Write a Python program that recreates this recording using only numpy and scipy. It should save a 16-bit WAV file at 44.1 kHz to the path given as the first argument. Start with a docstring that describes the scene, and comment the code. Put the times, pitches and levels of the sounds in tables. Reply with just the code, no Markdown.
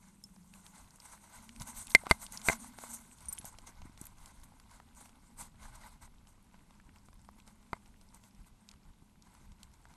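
"""A walker with a dog on a lead goes along a quiet paved lane, a small camera worn on the body.
Clothing rubs lightly over the camera, a lead part clinks, grit and claws tick; from 1.6 s the rubbing
is at its loudest, blows ring the casing around 2 and 2.5 s and the camera bumps the body.
A run of clinks follows from 3.3 to 4 s, then the rubbing thins out, with one dull blow at 7.7 s.
Under it all: noise-made wind on the microphone, a far hum of wavering pitch and the hiss of the street."""
import sys
import numpy as np
from scipy import signal
from scipy.fft import rfft, irfft
from scipy.io import wavfile
from scipy.ndimage import uniform_filter1d

SR = 44100
rng = np.random.default_rng(int(sys.argv[2]) if len(sys.argv) > 2 else 0)


def waveform_to_disk(signal):
    """Save audio, clipped to [-1, 1], as 16-bit WAV at the path in sys.argv[1]."""
    frames = np.transpose(np.atleast_2d(signal))
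    scaled = np.clip(frames, -1, 1) * 32767
    samples = np.round(scaled).astype(np.int16)
    wavfile.write(sys.argv[1], SR, samples)


N = 439236
EDGE_HZ = 12900  # upper band limit

# colours of cloth and casing noise, relative spectra: f/Hz, level/dB per Hz
DULL_COLOUR = [(300, -38), (500, -15.5), (660, -7), (750, -10.5), (840, -0.5), (972, 0.5), (1250, -9),
               (1530, -5), (1790, -22), (2050, -7), (2120, -8), (2290, -13), (2800, -27), (3400, -43.5)]
SCRATCH_COLOUR = [(2200, -26), (2600, -6.5), (3230, -7), (4100, -2), (4500, -4.5), (5500, -7), (6000, -23)]
BRIGHT_COLOUR = [(5000, -32.5), (5700, -6.5), (6100, -2), (6700, -1.5), (7400, -2), (8500, 4), (9600, -4),
                 (11500, -5), (13500, -11)]
# light rustle between the strokes: t/s, dull rub level/dB, bright swish against it/dB
RUSTLE_LEVELS = [(0, -87, 14), (.5, -76, 5), (1.2, -72.5, 3.5), (2, -64.5, 1), (2.7, -64.5, -2),
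                 (3.1, -70, 5), (3.6, -70, -2.5), (4.5, -73, -3.5), (5.2, -74.5, -4), (6.2, -79.5, -4),
                 (7.2, -77, -2.5), (8.3, -79, -0.5), (8.9, -77, -6.5), (9.15, -86, 0), (9.96, -72.5, -6)]


def amp(db):
    """Gain of a level in dB."""
    return 10 ** (np.asarray(db) / 20)


def evened(x):
    """Scales to rms 1."""
    return x / np.sqrt(np.mean(x ** 2) + 1e-20)


def curve(table):
    """Columns of a table after its times, drawn out to one value a sample."""
    s, *columns = np.transpose(table)
    return [np.interp(np.arange(N) / SR, s, c) for c in columns]


def coloured(x, points):
    """Filters x by a spectrum, drawn over log frequency, and scales it to rms 1."""
    f, db = np.transpose(points)
    hz = np.fft.rfftfreq(len(x), 1 / SR)
    gain = amp(np.interp(np.log(hz + 1), np.log(f + 1), db, -90, -90))
    return evened(irfft(rfft(x) * gain, len(x)))


def flicker(per_s):
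    """Slow random curve of rms 1, with per_s new points a second."""
    points = rng.standard_normal(N // 40 + 2)
    at = np.arange(N) * per_s / SR
    return evened(np.interp(at, np.arange(len(points)), points))


def add(mix, s, sound):
    """Mixes a sound in at time s."""
    part = mix[round(s * SR):][:len(sound)]
    part += sound[:len(part)]


def ring(modes, t, rise):
    """Sum of dying sines (f/Hz, level/dB, t60/s) that build up over the contact time."""
    sines = sum(amp(db - 60 * t / t60) * np.sin(2 * np.pi * hz * t) for hz, db, t60 in modes)
    return sines * (1 - np.exp(-t / rise))


def snaps(low_hz, high_hz, per_s, t60):
    """Tiny ringing clicks of scattered size, at random times on eight pitches, rms 1."""
    t, out = np.arange(512) / SR, np.zeros(N)
    for hz in np.geomspace(low_hz, high_hz, num=8):
        sizes = amp(4.0 * np.minimum(rng.exponential(1, N), 4))
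        train = sizes * (rng.random(N) < per_s / SR / 8)
        out += signal.oaconvolve(train, ring([(hz, 0, t60)], t, .0001))[:N]
    return evened(out)


def clothing():
    """Fibres catch and slip: clumped noise whose colour shifts in patches, with snaps on top."""
    patch_db, scratch_db = 2.5, -8.5  # depth of the swish's colour patches, gain of the scratch
    dull_gain, scratch_gain, bright_gain = pressure()
    clumps = flicker(per_s=70)

    dull = coloured(rng.standard_normal(N), DULL_COLOUR) + 0.31 * snaps(920, 2150, 150, .018)
    dull *= dull_gain * amp(2.0 * clumps + .8 * flicker(per_s=90))

    scratch = coloured(rng.standard_normal(N), SCRATCH_COLOUR) + .5 * snaps(2700, 5200, 200, 0.0018)
    scratch *= scratch_gain * amp(scratch_db + 0.63 * clumps)

    z = signal.stft(coloured(rng.standard_normal(N), BRIGHT_COLOUR), SR, nperseg=256)[2]
    # random gains, smoothed over frequency and then over time
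    patches = uniform_filter1d(rng.standard_normal(z.shape), size=8, axis=0)
    patches = evened(uniform_filter1d(patches, size=12, axis=1))
    patchy = signal.istft(z * amp(patch_db * patches), SR, nperseg=256)[1][:N]
    swish = evened(patchy) + 0.3 * snaps(6000, 14000, 200, 0.0061)
    swish *= bright_gain * amp(1.9 * clumps)
    return dull + scratch + swish


def pressure():
    """Gains of dull rub, scratch and swish: arched strokes over the light rustle, summed as power."""
    # strokes of clothing across the camera:
    # start t/s, length/s, dull rub level/dB before the arch, bright swish against it/dB
    rubs = [(0.0, 0.16, -69.5, -1), (0.525, 0.093, -68, 1), (0.628, 0.07, -69.5, 2.5),
            (0.716, 0.16, -63, 0), (1.022, 0.12, -61.5, 0), (1.107, 0.087, -62, 1),
            (1.23, 0.044, -65.5, -2), (1.296, 0.17, -60, -1), (1.6, 0.04, -53, 0), (1.664, 0.062, -56.5, 6),
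            (1.743, 0.11, -55.5, 9.5), (1.895, 0.037, -61, 13), (1.958, 0.026, -61, 4),
            (2.01, 0.019, -58, -8), (2.056, 0.028, -48.5, -24), (2.09, 0.043, -48, 3.5),
            (2.111, 0.065, -59.5, 0), (2.206, 0.058, -55, 9), (2.307, .09, -58, 6),
            (2.444, 0.11, -49, 10.5), (2.496, 0.055, -41, -10), (2.583, 0.13, -63, 7.5),
            (2.78, .17, -56.5, 3.5), (2.89, 0.062, -64, 13.5), (2.924, 0.049, -58, 14),
            (3.206, 0.17, -63.5, -0.5), (3.302, 0.16, -62.5, -1), (3.449, 0.049, -60, 7.5),
            (3.664, 0.035, -56, -0.5), (3.745, 0.22, -69, -12.5), (3.987, 0.13, -63, 1.5),
            (4.16, 0.26, -65.5, 0), (4.434, 0.014, -64.5, 6.5), (4.688, 0.12, -63.5, -1.5),
            (4.957, 0.14, -65, 5), (5.198, 0.15, -76.5, 2), (5.381, 0.089, -54, 3),
            (5.588, 0.15, -59.5, -4), (5.725, 0.068, -58.5, -3), (5.786, 0.17, -59, -4),
            (6.014, 0.059, -61.5, -0.5), (6.268, 0.057, -74, 6), (6.53, 0.096, -70.5, -12.5),
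            (6.68, 0.11, -72.5, -7), (6.927, 0.07, -69.5, -6), (7.052, 0.034, -77.5, 8),
            (7.382, 0.033, -67, -3), (7.461, 0.051, -64.5, -3), (7.604, 0.22, -75, -1),
            (7.727, 0.069, -67, -19), (7.854, 0.04, -69.5, -7), (8.004, 0.036, -72.5, 1.5),
            (8.134, 0.056, -66.5, -1), (8.224, 0.072, -70.5, 4), (8.382, 0.044, -71, -7),
            (8.46, 0.029, -67, 1), (8.676, 0.051, -70.5, -7), (9.213, 0.15, -70.5, -5.5),
            (9.314, 0.2, -69.5, -4.5), (9.593, 0.072, -68.5, -3.5), (9.726, 0.041, -74, 0),
            (9.85, 0.16, -72, -7)]
    arch_db, peak_at = 12, 0.3  # drop at the ends of a stroke, share of its length where it is strongest
    rise_db_per_s, fall_db_per_s = 898.5, 599.5  # slopes outside the ends
    shares = np.array([[0], [0.23], [1]])  # how far each layer follows the swish column
    rustle_db, against_db = curve(RUSTLE_LEVELS)
    power = amp(rustle_db + shares * against_db) ** 2
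    for s, length, db, bright_db in rubs:
        first = max(round((s - .1) * SR), 0)
        last = min(round((s + length + .15) * SR), N)
        at = np.arange(first, last)
        t = at / SR - s
        bow_db = -arch_db * np.interp(t / length, [0, peak_at, 1], [1, 0, 1]) ** 2
        ends_db = rise_db_per_s * np.minimum(t, 0) - fall_db_per_s * np.maximum(t - length, 0)
        power[:, at] += amp(db + shares * bright_db + bow_db + ends_db) ** 2
    return np.sqrt(power)


def knocks():
    """Each blow rings the parts of the casing by its own shares, fills the lows with a dull puff and cracks."""
    # blows on the casing: t/s, main ring level/dB,
    # then against it: boom/dB, thud/dB, lower shell/dB, upper shell/dB, crack/dB
    blows = [(1.9493, -1.5, -27, -14.5, -16, -5.5, -13.5), (2.1112, -10, -9, -1, -12, -20, -10.5),
             (2.4859, -16, -17.5, -5.5, -2, 0.5, -13), (2.498, -22.5, -17.5, -2, -8.5, -11, -26),
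             (7.7312, -37, -7, 9, -5.5, -6, -12)]
    # modes of main ring, boom, thud, lower shell, upper shell, rim in turn: f/Hz, level/dB, t60/s
    casing = [
        [(2082, 0.5, 0.03), (2101, -31, 0.097)],
        [(75, -1.5, .05)],
        [(185, -8, 0.025), (268.5, -10, 0.021), (404.3, -5.5, 0.017), (500, -5, 0.011), (670, -1, 0.022),
         (980, -1.5, .012), (1200, -2.5, .011)],
        [(1560, -1, 0.025)],
        [(2385, -1.5, 0.016), (2560, -12, .01)],
        [(4100, -5, 0.0071), (4300, -5, 0.006), (4470, -2, 0.012)],
    ]
    # sign of each part: the shells swing against the main ring
    swing = [1, 1, 1, -1, -1, 1]
    rim_db = 4.5  # the rim rings with the crack
    out, t = np.zeros(N), np.arange(SR // 6) / SR
    noise = rng.standard_normal((len(blows), 3, len(t)))
    for (s, db, boom_db, thud_db, lower_db, upper_db, crack_db), (a, b, c) in zip(blows, noise):
        shares = amp([0, boom_db, thud_db, lower_db, upper_db, crack_db + rim_db]) * swing
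        body = sum(share * ring(modes, t, .0003) for share, modes in zip(shares, casing))
        puff = coloured(a, DULL_COLOUR) * amp(thud_db - 3.0 - 60 * t / 0.018)
        crack = coloured(b, BRIGHT_COLOUR) + 0.86 * coloured(c, SCRATCH_COLOUR)
        crack *= amp(crack_db + 1.5 - 60 * t / 0.015)
        onset = 1 - np.exp(-t / .0005)
        add(out, s, amp(db) * (body + (puff + crack) * onset))
    return out


def bumps():
    """The camera softly bumps the body: one low push and its rebound under a bell-shaped window."""
    # soft bumps: middle t/s, level of the bell's top/dB, f/Hz
    pushes = [(1.613, -37, 133), (2.069, -37, 292), (3.217, -50, 164.6), (3.291, -53, 148),
              (3.401, -45.5, 186), (3.446, -45.5, 148), (3.628, -53, 197), (3.693, -49.5, 243),
              (3.856, -41.5, 187), (3.898, -45.5, 183), (4.016, -37.5, 190), (4.234, -70, 173),
              (5.425, -47, 151.8), (6.614, -51, 162.8), (6.89, -48.5, 203), (7.389, -52, 220.5),
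              (8.396, -53, 164), (9.026, -46, 160.5), (9.414, -53.5, 207), (9.915, -52.5, 162.8)]
    bell_cycles = 0.75  # width of the bell between its 1/e points
    out, t = np.zeros(N), np.arange(-1024, 1024) / SR
    for s, db, hz in pushes:
        bell = np.exp(-(2 * t * hz / bell_cycles) ** 2)
        add(out, s + t[0], amp(db) * bell * np.cos(2 * np.pi * hz * t + np.pi / 4))
    return out


def lead():
    """Small metal parts of the lead ring high, with a rattle at the strike."""
    # clinks: t/s, level/dB, f/Hz, t60/s, rattle against the level/dB
    clinks = [(0.2386, -40.5, 5290, 0.036, -2.5), (3.2568, -42.5, 9100, 0.019, -6.5),
              (3.285, -30, 9160, 0.08, -12), (3.3263, -29, 8100, 0.032, -8),
              (3.331, -31, 11600, 0.021, -18), (3.35, -46, 8500, .03, -8), (3.3674, -50, 8900, 0.02, -4),
              (3.386, -30.5, 10360, 0.016, -9), (3.39, -44, 11100, .06, -2), (3.453, -44, 12630, 0.045, 2),
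              (4.014, -39.5, 8900, 0.011, 2.5), (4.054, -44, 12340, 0.034, -4)]
    # partials of a clink, the close pair beats: factor on f, level/dB
    partials = [(1, -5), (1.002, -5), (.645, -21), (1.36, -23)]
    out, t = np.zeros(N), np.arange(SR // 6) / SR
    rattles = rng.standard_normal((len(clinks), len(t)))
    for (s, db, hz, t60, rattle_db), noise in zip(clinks, rattles):
        modes = [(hz * k, d, t60) for k, d in partials if hz * k < EDGE_HZ]
        rattle = coloured(noise, BRIGHT_COLOUR) * amp(rattle_db - 60 * t / .015)
        add(out, s, amp(db) * (ring(modes, t, 0.001) + rattle))
    return out


def ticks():
    """Grit, claws and small taps: a short noise burst around its centre pitch under a bright click."""
    # ticks: t/s, burst level at the strike/dB, centre f/Hz, bright click against the burst/dB
    taps = [(.364, -54, 1110, -24), (.538, -53.5, 2260, 1), (.665, -55.5, 10300, 7.5),
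            (.907, -53, 5730, -19), (.959, -53, 8500, -12), (1.001, -45, 5400, -16),
            (1.492, -47.5, 2330, -0.5), (1.562, -56, 8300, 7), (1.599, -44, 6300, -8),
            (1.619, -37.5, 6900, -3.5), (1.87, -43, 10200, -3), (1.881, -50, 3100, -4),
            (1.905, -47, 3820, -4), (1.917, -48, 4500, -4), (2.036, -43.5, 700, -22),
            (2.068, -33, 800, -21), (2.1, -38, 2080, -23), (2.217, -49, 7430, -12), (2.265, -45, 3970, 2),
            (2.323, -40, 9500, -15), (2.374, -34.5, 5440, -18), (2.416, -50.5, 3100, 7.5),
            (2.645, -45.5, 950, -12), (2.787, -40.5, 940, -6), (2.838, -38, 894, -23),
            (3.185, -57, 3250, -2), (3.206, -54, 9300, -0.5), (3.219, -56, 9500, -6),
            (3.374, -50, 8600, -3), (3.381, -43.5, 3200, -4), (3.413, -54, 920, 4), (3.445, -41.5, 835, -8),
            (3.542, -46.5, 895, -20), (3.586, -47.5, 827, 3), (3.673, -46.5, 840, -5),
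            (3.818, -54, 888, -0.5), (3.976, -61.5, 907, 11.5), (4.04, -53, 10500, -6),
            (4.068, -43.5, 10800, -9), (4.184, -60, 845, 4), (4.259, -47.5, 7700, -5),
            (4.434, -55, 906, -1.5), (4.599, -53, 1070, -1), (4.801, -45.5, 934, -28),
            (4.713, -59, 8000, -4), (4.949, -58.5, 8600, -5), (5.011, -51.5, 850, -11),
            (5.058, -52.5, 986, 0), (5.093, -57, 694, 2), (5.473, -67, 840, 0), (5.544, -55.5, 800, -20),
            (6.031, -55, 870, -13), (6.271, -59.5, 950, 3), (6.543, -46.5, 1074, -21),
            (6.708, -54.5, 1000, -6), (6.799, -52.5, 1450, -16), (6.892, -51, 1370, -18),
            (6.96, -55, 2330, -5.5), (7.086, -49.5, 930, -17), (7.13, -56, 1006, -5),
            (7.193, -61, 1000, -5.5), (7.248, -61, 1160, 2.5), (7.289, -48.5, 970, -16),
            (7.401, -56, 2970, -2.5), (7.477, -52.5, 910, 0.5), (7.628, -68, 950, 2.5),
            (7.766, -54, 880, -15.5), (7.859, -63, 1030, 6.5), (8.013, -64, 1114, 5),
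            (8.146, -51.5, 8230, -22.5), (8.238, -62.5, 877, 7), (8.689, -44.5, 4690, -4.5),
            (8.714, -52, 4930, -1), (8.348, -61, 6400, -4), (8.738, -57, 1270, -4), (9.021, -62, 925, -10),
            (9.223, -52.5, 5070, -12), (9.35, -60.5, 956, 1), (9.519, -56.5, 887, -0.5),
            (9.631, -48.5, 8430, 2.5), (9.738, -58.5, 7320, -1), (9.854, -48, 1023, -14),
            (9.939, -53, 845, -6)]
    burst_t60, click_t60 = 0.014, 0.015  # s
    click_colour = [(1200, -31.0), (2500, 3.0), (5000, 1.5), (9000, -2.0), (13500, -20.0)]  # f/Hz, dB per Hz
    out, t = np.zeros(N), np.arange(2048) / SR
    bursts = rng.standard_normal((len(taps), 2, len(t)))
    for (s, db, hz, click_db), (a, b) in zip(taps, bursts):
        band = coloured(a, [(hz * .4, -30), (hz * .8, -4), (hz, 0), (hz * 1.2, -5), (hz * 3.5, -30)])
        click = coloured(b, click_colour)
        burst = amp(db - 60 * t / burst_t60) * band
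        add(out, s, burst + amp(db + click_db - 60 * t / click_t60) * click)
    return out


def grit():
    """Faint scattered ticks of small stones under paws and soles, and dull taps heard through the casing."""
    rustle_db = curve(RUSTLE_LEVELS)[0]
    busy = amp(.5 * (rustle_db - rustle_db.mean()))  # follows half of the rustle's level changes
    stones = amp(-78) * snaps(830, 11000, 90, .003)
    dull_taps = amp(-83) * snaps(830, 1150, 12, .02)
    return busy * (stones + dull_taps)


def wind():
    """Wind on the microphone: lumpy low pressure noise with short buffets."""
    # steady wind before the flutter: t/s, level/dB
    wind_levels = [(0, -68), (.6, -68), (1.3, -70), (2, -60), (2.4, -62), (3.1, -65), (3.5, -59.5),
                   (4.6, -61), (5.3, -64), (5.7, -54), (6.1, -60.5), (6.45, -66), (7.1, -60.5), (7.6, -65),
                   (8.0, -61), (8.6, -74), (9.1, -65.5), (9.96, -61)]
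    # short buffets before the flutter: middle t/s, peak level/dB
    buffets = [(.83, -60), (1.13, -69), (1.4, -64), (1.61, -50), (1.775, -52), (3.275, -52), (3.82, -52),
               (4.215, -57.5), (4.39, -60), (5.049, -65), (5.4, -58), (8.41, -58.5), (8.52, -59.5),
               (8.764, -58), (8.88, -56.5), (9.501, -59.5)]
    # relative spectrum: f/Hz, level/dB per Hz
    gust_colour = [(12, -3.5), (22, -1), (45, -4), (80, -8.5), (140, -16), (300, -28)]
    half_width = 0.031  # s, from the middle of a buffet to 1/e
    t = np.arange(N) / SR
    level = amp(curve(wind_levels)[0])
    level += sum(amp(db) * np.exp(-((t - s) / half_width) ** 2) for s, db in buffets)
    flutter = amp(0.78 * flicker(per_s=17))
    return level * flutter * coloured(rng.standard_normal(N), gust_colour)


def hum():
    """A far hum: a narrow band of noise, shifted up to a pitch that wavers."""
    # t/s, f/Hz, level/dB
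    hum_path = [(0, 190, -66), (.4, 185, -62.5), (.75, 190, -64.5), (.95, 200, -74), (1.3, 205, -70.5),
                (1.6, 230, -56), (1.9, 220, -67.5), (2.3, 205, -63), (2.6, 235, -55.5), (2.95, 230, -63.5),
                (3.3, 230, -76), (4.5, 230, -76), (5.2, 240, -67), (6, 200, -73), (6.8, 205, -71),
                (7.6, 210, -69), (8.5, 205, -70), (9.3, 200, -71), (9.96, 200, -74.5)]
    hz, db = curve(hum_path)
    r = np.exp(-np.pi * 45 / SR)  # double pole that keeps the band narrow
    band = rng.standard_normal(N) + 1j * rng.standard_normal(N)
    band = signal.lfilter([1], [1, -2 * r, r ** 2], band)
    carrier = np.exp(2j * np.pi * np.cumsum(hz) / SR)
    return amp(db) * evened((band * carrier).real)


def street():
    """Steady distant hiss of filtered noise that swells a little."""
    # relative spectrum: f/Hz, level/dB per Hz
    street_colour = [(35, -30), (60, -2), (138, -6.5), (194, -2), (374, -15.5), (562, -21.5), (967, -18.5),
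                     (1740, -30.5), (2330, -25.5), (4920, -29.5), (8460, -31), (10100, -35.5),
                     (11400, -25.5), (13300, -63)]
    swell = amp(-68 + 0.63 * flicker(per_s=4.3))
    return swell * coloured(rng.standard_normal(N), street_colour)


def scene():
    """All sources reach one microphone."""
    handling = clothing() + knocks() + bumps()
    walk = lead() + ticks() + grit()
    background = wind() + hum() + street()
    return (handling + walk + background)[None]


def record(dry):
    """Loud peaks overload the input softly, upward swings first; then the band limit."""
    ceiling = np.where(dry > 0, .52, .75)
    bent = dry / (1 + abs(dry / ceiling) ** 4) ** .25
    lowpass = signal.firwin(511, EDGE_HZ, window=("kaiser", 9), fs=SR)
    return signal.oaconvolve(bent, lowpass[None], "same")


dry = scene()
out = record(dry)
waveform_to_disk(out)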